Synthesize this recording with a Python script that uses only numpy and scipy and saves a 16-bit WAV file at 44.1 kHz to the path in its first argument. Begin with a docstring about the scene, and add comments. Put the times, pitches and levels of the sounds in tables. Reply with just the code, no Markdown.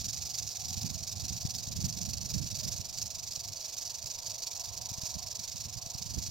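"""From the first instant a rattlesnake on dry open ground shakes its tail, close to a hand-held camera.
Some 24 times a second the loose, hollow segments collide in a burst of clicks and resonate at 5-7 kHz.
Within a second the tyre hum of a far road rises out of the hush, and a light breeze freshens; its
turbulence buffets the two microphone ports, with the hardest thump near 1.5 s. From 3 s on the breeze
is mostly weaker and hard flicks of the tail come more often; the rattle tires a little but never stops."""
import sys
import numpy as np
from scipy import signal
from scipy.fft import rfft, irfft, next_fast_len
from scipy.io import wavfile
from scipy.ndimage import map_coordinates

SR = 44100
rng = np.random.default_rng(int(sys.argv[2]) if len(sys.argv) > 2 else 0)


def pcm_store(signal):
    """Save signal as 16-bit PCM."""
    levels = np.round(np.clip(np.atleast_2d(signal), -1, 1) * 32767)
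    wavfile.write(sys.argv[1], SR, levels.astype(np.int16).T)


N = 278094

# Spectrum of still outdoor air. Each row: frequency in Hz, relative density in dB.
AIR_SPECTRUM = [(25, 7), (100, 1), (300, -6), (430, -0.5), (550, 2.5), (800, -10), (1150, -3.5),
                (1500, -15), (4000, 1.5), (15000, -34.5)]
# Far tyre hum. Each row: time in seconds, low band's pitch in Hz, low and high relative levels in dB.
TYRE_HUM = [(0, 741, -63.5, -85), (.6, 725, -60, -71.5), (1.5, 722, -60, -69), (2.2, 655.3, -62, -66.5),
            (2.7, 671, -60, -67), (3.5, 665.8, -63, -65.5), (4.4, 692, -60.5, -60.5),
            (5.2, 708, -59, -61.5), (5.5, 694, -63.5, -66), (5.9, 698.5, -59, -62.5),
            (6.3, 677, -65.5, -67)]
# Breeze on the sheltered left port. Each row: time in seconds, relative level in dB.
BREEZE_LEVEL = [(0, -57), (.55, -56.5), (.8, -49.5), (1.3, -49), (1.8, -52.5), (2.15, -49), (2.9, -56.5),
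                (3.8, -64.5), (4.5, -63.5), (5.1, -59), (5.7, -58), (6.3, -53)]
# Gusts. Each row: centre in seconds, half-length in seconds, left and right relative peaks in dB.
WIND_GUSTS = [(0.037, 0.071, -51, -42.5), (.44, 0.037, -66, -40.5), (0.698, 0.043, -43.5, -47),
              (0.866, 0.056, -53, -36.5), (1.82, 0.12, -41, -36.5), (2.382, 0.1, -50.5, -37),
              (2.679, 0.076, -49, -38.5), (3.02, 0.041, -49.5, -42.5), (3.486, 0.055, -45.5, -45.5),
              (4.066, 0.042, -67, -47.5), (4.72, .05, -55, -46.5), (5.173, 0.026, -58, -37),
              (5.398, .03, -64, -44), (5.66, 0.075, -62, -48), (6.18, 0.062, -42.5, -38.5)]
# Spectrum of the buffeting. Each row: frequency in Hz, relative density in dB.
BUFFET_SPECTRUM = [(20, -20), (40, -16), (65, -2), (105, 1), (160, -11), (230, -28), (330, -25.5),
                   (700, -46)]
# Spectrum of the finer eddies in strong gusts. 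Each row: frequency in Hz, relative density in dB.
EDDY_SPECTRUM = [(50, -33), (110, 4.5), (175, 5), (250, -5), (350, -21.5), (500, -31), (1200, -45)]
# Single eddies striking the ports. Each row: centre in seconds, left and right envelope peaks in dB.
EDDY_THUMPS = [(1.309, -44, -24), (1.453, -14.5, -42), (1.678, -23.5, -51), (1.827, -22, -36),
               (2.406, -43, -25.5), (4.919, -27, -39), (4.985, -27.5, -53), (5.036, -46, -25.5),
               (5.17, -50, -24), (5.867, -30, -46), (5.953, -55, -25), (6.181, -33, -18.5)]
# Slowly tiring effort of the tail. Each row: time in seconds, relative level in dB.
TAIL_EFFORT = [(0, -41.5), (.75, -40.5), (1.05, -43), (1.35, -40.5), (1.65, -42.5), (2.66, -40), (2.8, -42),
               (3.3, -42.5), (4.6, -43), (5.5, -42.5), (5.87, -45.5), (6.2, -42.5)]
# Harder flicks, a swell or two long. Each row: centre in seconds, gain in dB.
TAIL_FLICKS = [(.385, 2.5), (1.855, 2.5), (2.995, 4), (3.355, 2), (3.78, 2.5), (4.085, 2.5), (4.29, 3),
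               (4.45, 5.5), (4.78, 2.5), (5.07, 2), (5.35, 1.5), (5.64, 1.5)]
# Brief falters of the tail. Each row: centre in seconds, loss in dB.
TAIL_FALTERS = [(1.95, 2), (2.43, 2.5), (5.7, 2.5)]
# Delay of the swells behind a steady beat. Each row: time in seconds, lag in seconds.
SWELL_LAG = [(0, 0.012), (.43, .011), (.62, 0.021), (.9, 0.021), (1.13, 0.033), (1.42, 0.032), (1.8, 0.049),
             (2.06, 0.044), (2.26, 0.032), (3.15, 0.044), (4.04, .039), (4.39, .0205), (4.8, 0.031),
             (5.03, .022), (5.65, .022), (5.78, .028), (6.3, .009)]
# Spectrum of the brief diffuse haze after each click, strongest in the treble.
# Each row: frequency in Hz, gain in dB.
HAZE_SPECTRUM = [(2500, -11), (6000, -10.5), (13000, 0)]
# Resonance of the hollow segments at each port. Each row: frequency in Hz, relative gain in dB.
RESONANCE_LEFT = [(300, -21), (1950, -30.5), (2450, -20), (2950, -23), (3950, -10), (5150, -9),
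                  (5950, -3.5), (6600, -18.5), (7700, -14.5), (9300, -32), (10700, -26), (11400, -26.5),
                  (14400, -24.5), (15700, -30)]
RESONANCE_RIGHT = [(300, -39), (1950, -27.5), (2450, -21), (3380, -23), (4650, -3), (5850, -2.5),
                   (6550, 0.1), (7850, -19), (9800, -28), (10700, -23.5), (12300, -18), (13100, -28.5),
                   (14600, -23), (15700, -22)]
# Diffraction round the camera body. Each row: frequency in Hz, phase lead of the left port in radians.
DIFFRACTION_PHASE = [(2600, .1), (3250, 1), (4150, -.6), (5450, -.2), (6250, -1.9), (7400, .1), (9200, .5),
                     (10900, 6.8), (15500, 7.4)]


def amp(db):
    """Amplitude grows tenfold for every 20 dB."""
    return 10 ** (np.asarray(db) / 20)


def unit(x):
    """Normalisation to an RMS of one."""
    return x / np.sqrt(np.mean(x ** 2) + 1e-20)


def along(points, hz):
    """Interpolation of (Hz, value) points on a logarithmic frequency axis."""
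    f, v = np.transpose(points)
    return np.interp(np.log(hz + 1), np.log(f + 1), v)


def curves(rows):
    """Linear interpolation in time: one value per sample for each column after the first."""
    s, *cols = np.transpose(rows)
    return [np.interp(np.arange(N) / SR, s, c) for c in cols]


def wobble(rate):
    """Smooth random fluctuation: a spline through rate knots a second."""
    return map_coordinates(rng.standard_normal(int(N * rate / SR) + 4), [np.arange(N) * rate / SR])


def bump(s, half_s):
    """A Gaussian rise and fall around the time s."""
    return np.exp(-((np.arange(N) / SR - s) / half_s) ** 2)


def filtered(x, response):
    """Linear filtering: the spectrum of x times a complex frequency response."""
    size = 2 * next_fast_len(N // 2 + 8192)
    return irfft(rfft(x, size) * response(np.fft.rfftfreq(size, 1 / SR)), size)[..., :N]


def coloured_noise(spectrum):
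    """Spectral shaping of two independent white noises."""
    return filtered(rng.standard_normal((2, N)), lambda hz: amp(along(spectrum, hz)))


def pair(a, b, correlation):
    """Partial coherence: left and right are a weighted sum and difference of two unrelated sounds."""
    turn = np.arccos(np.clip(correlation, -1, 1)) / 2
    return np.cos(turn) * a + np.sin(turn) * np.array([b, -b])


def air():
    """Ambient noise: the steady hush of open country, partly coherent at the two ports."""
    return amp(-59) * unit(pair(*coloured_noise(AIR_SPECTRUM), correlation=0.67))


def hum(centre_hz, width_hz, correlation):
    """Quadrature modulation shifts slow noise into a narrow stereo band around a moving pitch."""
    a, b = filtered(rng.standard_normal((2, 2, N)), lambda hz: 1 / (1 + (hz / width_hz) ** 2))
    phase = 2 * np.pi * np.cumsum(centre_hz) / SR
    return unit(pair(*(a * np.cos(phase) + b * np.sin(phase)), correlation))


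def road():
    """Narrow-band noise: far tyres sing in two wavering bands that drift together."""
    pitch_hz, low_db, high_db = curves(TYRE_HUM)
    low_gain = amp(low_db - 0.5 + 0.76 * wobble(9))
    low = hum(pitch_hz + 20 * wobble(9), width_hz=93, correlation=0.85)
    high_gain = amp(high_db + 0.53 * wobble(9))
    high = hum(pitch_hz * 1.36 + 18 * wobble(9), width_hz=96, correlation=0.21)
    return low_gain * low + high_gain * high


def off_axis(x, lead_s):
    """Path difference: far sound from one side reaches the left port first."""
    return filtered(x, lambda hz: np.exp(1j * np.pi * hz * lead_s * np.array([[1], [-1]])))


def breeze(windward_db=7.5, lull_db=2):
    """Wind strength at each port: breeze and gusts add in power, and the right port faces the wind."""
    level_db, = curves(BREEZE_LEVEL)
    wander_db = lull_db * np.array([wobble(9), wobble(9)])
    steady = amp(level_db + np.array([[0], [windward_db]]) + wander_db)
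    gust_power = sum((amp([[left_db], [right_db]]) * bump(s, half_s)) ** 2
                     for s, half_s, left_db, right_db in WIND_GUSTS)
    return np.sqrt(steady ** 2 + gust_power)


def wind():
    """Turbulence buffets each port; fine eddies grow faster than the flow, so gusts sound brighter."""
    flow = breeze() * amp(2.87 * np.array([wobble(45), wobble(45)]))
    buffet = flow * unit(coloured_noise(BUFFET_SPECTRUM))
    eddies = unit(flow ** 1.66 * unit(coloured_noise(EDDY_SPECTRUM)))
    return amp(-0.5) * buffet + amp(-48.5) * eddies


def thumps(pitch_hz, width_s):
    """An eddy crossing a port is a pressure pulse: a push, a suction and a small rebound."""
    ports = np.zeros((2, N))
    for s, left_db, right_db in EDDY_THUMPS:
        t = np.arange(N) / SR - s
        pulse = -np.sin(2 * np.pi * pitch_hz * t) * np.exp(-np.abs(t) / width_s)
        ports += amp([[left_db], [right_db]]) * pulse
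    return ports


def effort(half_s=0.033, ease_s=0.07, ease_share=0.54, waver_db=0.72):
    """Amplitude modulation in dB: a slow decline, flicks after a short easing, falters and a waver."""
    steady_db, = curves(TAIL_EFFORT)
    flick_db = sum(db * (bump(s, half_s) - ease_share * bump(s - ease_s, half_s))
                   for s, db in TAIL_FLICKS)
    falter_db = sum(db * bump(s, half_s) for s, db in TAIL_FALTERS)
    return steady_db + flick_db - falter_db + waver_db * wobble(12)


def shaking(swell_hz, slack_db, skew, uneven, knee, rebound_db):
    """Forced vibration: the force on the segments saturates at each crest and drops into uneven gaps."""
    lag_s, = curves(SWELL_LAG)
    beat = 2 * np.pi * swell_hz * (np.arange(N) / SR - lag_s)
    swell = np.cos(beat) - skew * np.sin(2 * beat)  # a quick rise, a slower fall
    jostle = uneven * wobble(110)  # the loose chain never swings the same way twice
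    slack = np.logaddexp(0, 4 * (knee - swell - jostle)) / 4
    rebound = np.cos(3 * beat + 1.4 * wobble(24))  # the chain slaps back about three times a swell
    return unit(amp(-slack_db * slack + rebound_db * rebound + 1.1 * wobble(250)))


def clicks(force, per_second, spread_db, ring, decay_s, candidates=50000):
    """Impacts of segments, more and harder under more force: each is an impulse and a damped ring."""
    chance, normal = rng.random((candidates, 3)), rng.standard_normal((candidates, 2))
    onset = (chance[:, 0] * (N - 1)).astype(int)
    strikes = chance[:, 1] < per_second * N / SR / candidates * np.sqrt(force[onset])
    onset, normal = onset[strikes], normal[strikes]
    pitch_hz = 2000 + 14000 * chance[strikes, 2:]
    size = force[onset] ** 0.45 * amp(spread_db * np.tanh(normal[:, 0])) * np.sign(normal[:, 1])
    age = np.arange(96)  # samples
    shape = (age == 0) + ring * np.cos(2 * np.pi * pitch_hz * age / SR) * np.exp(-age / SR / decay_s)
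    return np.bincount((onset[:, None] + age).ravel(), (size[:, None] * shape).ravel(), N)[:N]


def soil_reflection(x, delay_s, sway, gain):
    """Comb filtering: sound interferes with its echo off hard soil, whose path shifts as the tail sways."""
    delay_samples = delay_s * SR * np.exp(sway * wobble(22))
    return x + gain * map_coordinates(x, [np.arange(N) - delay_samples])


def diffuse_haze(x, t60_s):
    """Exponential decay: a brief haze of noise follows each click, unrelated at the two ports."""
    fade = amp(-120 / (t60_s * SR))  # share of the energy left after one sample
    energy = signal.lfilter([1 - fade], [1, -fade], x ** 2)
    haze = np.sqrt(energy) * rng.standard_normal((2, N))
    return filtered(haze, lambda hz: amp(along(HAZE_SPECTRUM, hz)))


def shell_response(hz):
    """Resonance and diffraction: the shells ring after a blow, and each port has its own gain and phase."""
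    cepstrum = irfft(np.log(amp(along(RESONANCE_RIGHT, hz))))
    half = len(cepstrum) // 2
    minimum_phase = np.exp(rfft(np.r_[cepstrum[0], 2 * cepstrum[1:half], np.zeros(half)]))
    lead = np.exp(0.5j * along(DIFFRACTION_PHASE, hz))
    left_shade = amp(along(RESONANCE_LEFT, hz) - along(RESONANCE_RIGHT, hz))
    return minimum_phase * np.array([left_shade * lead, 1 / lead])


def rattle():
    """Impact excitation: bursts of clicks ring the hollow, horny shells, most strongly at 5-7 kHz."""
    force = shaking(swell_hz=23.8, slack_db=12, skew=0.25, uneven=0.33, knee=0.49, rebound_db=2.04)
    contacts = clicks(force, per_second=4200, spread_db=2, ring=0.17, decay_s=0.00068)
    echoed = soil_reflection(contacts, delay_s=0.0007004, sway=0.15, gain=0.21)
    shells = filtered(echoed + diffuse_haze(echoed, t60_s=0.019), shell_response)
    return amp(effort() + 1.98) * unit(shells)


def scene():
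    """Superposition of the country behind, the snake in front and the breeze on the microphone."""
    country = off_axis(road() + air(), lead_s=0.000063) * amp([[-0.4], [0.4]])
    return country + rattle() + wind() + thumps(pitch_hz=106.5, width_s=0.0024)


def record(dry):
    """Band limiting: the camera passes nothing above 15850 Hz."""
    return filtered(dry, lambda hz: hz < 15850)


dry = scene()
out = record(dry)
pcm_store(out)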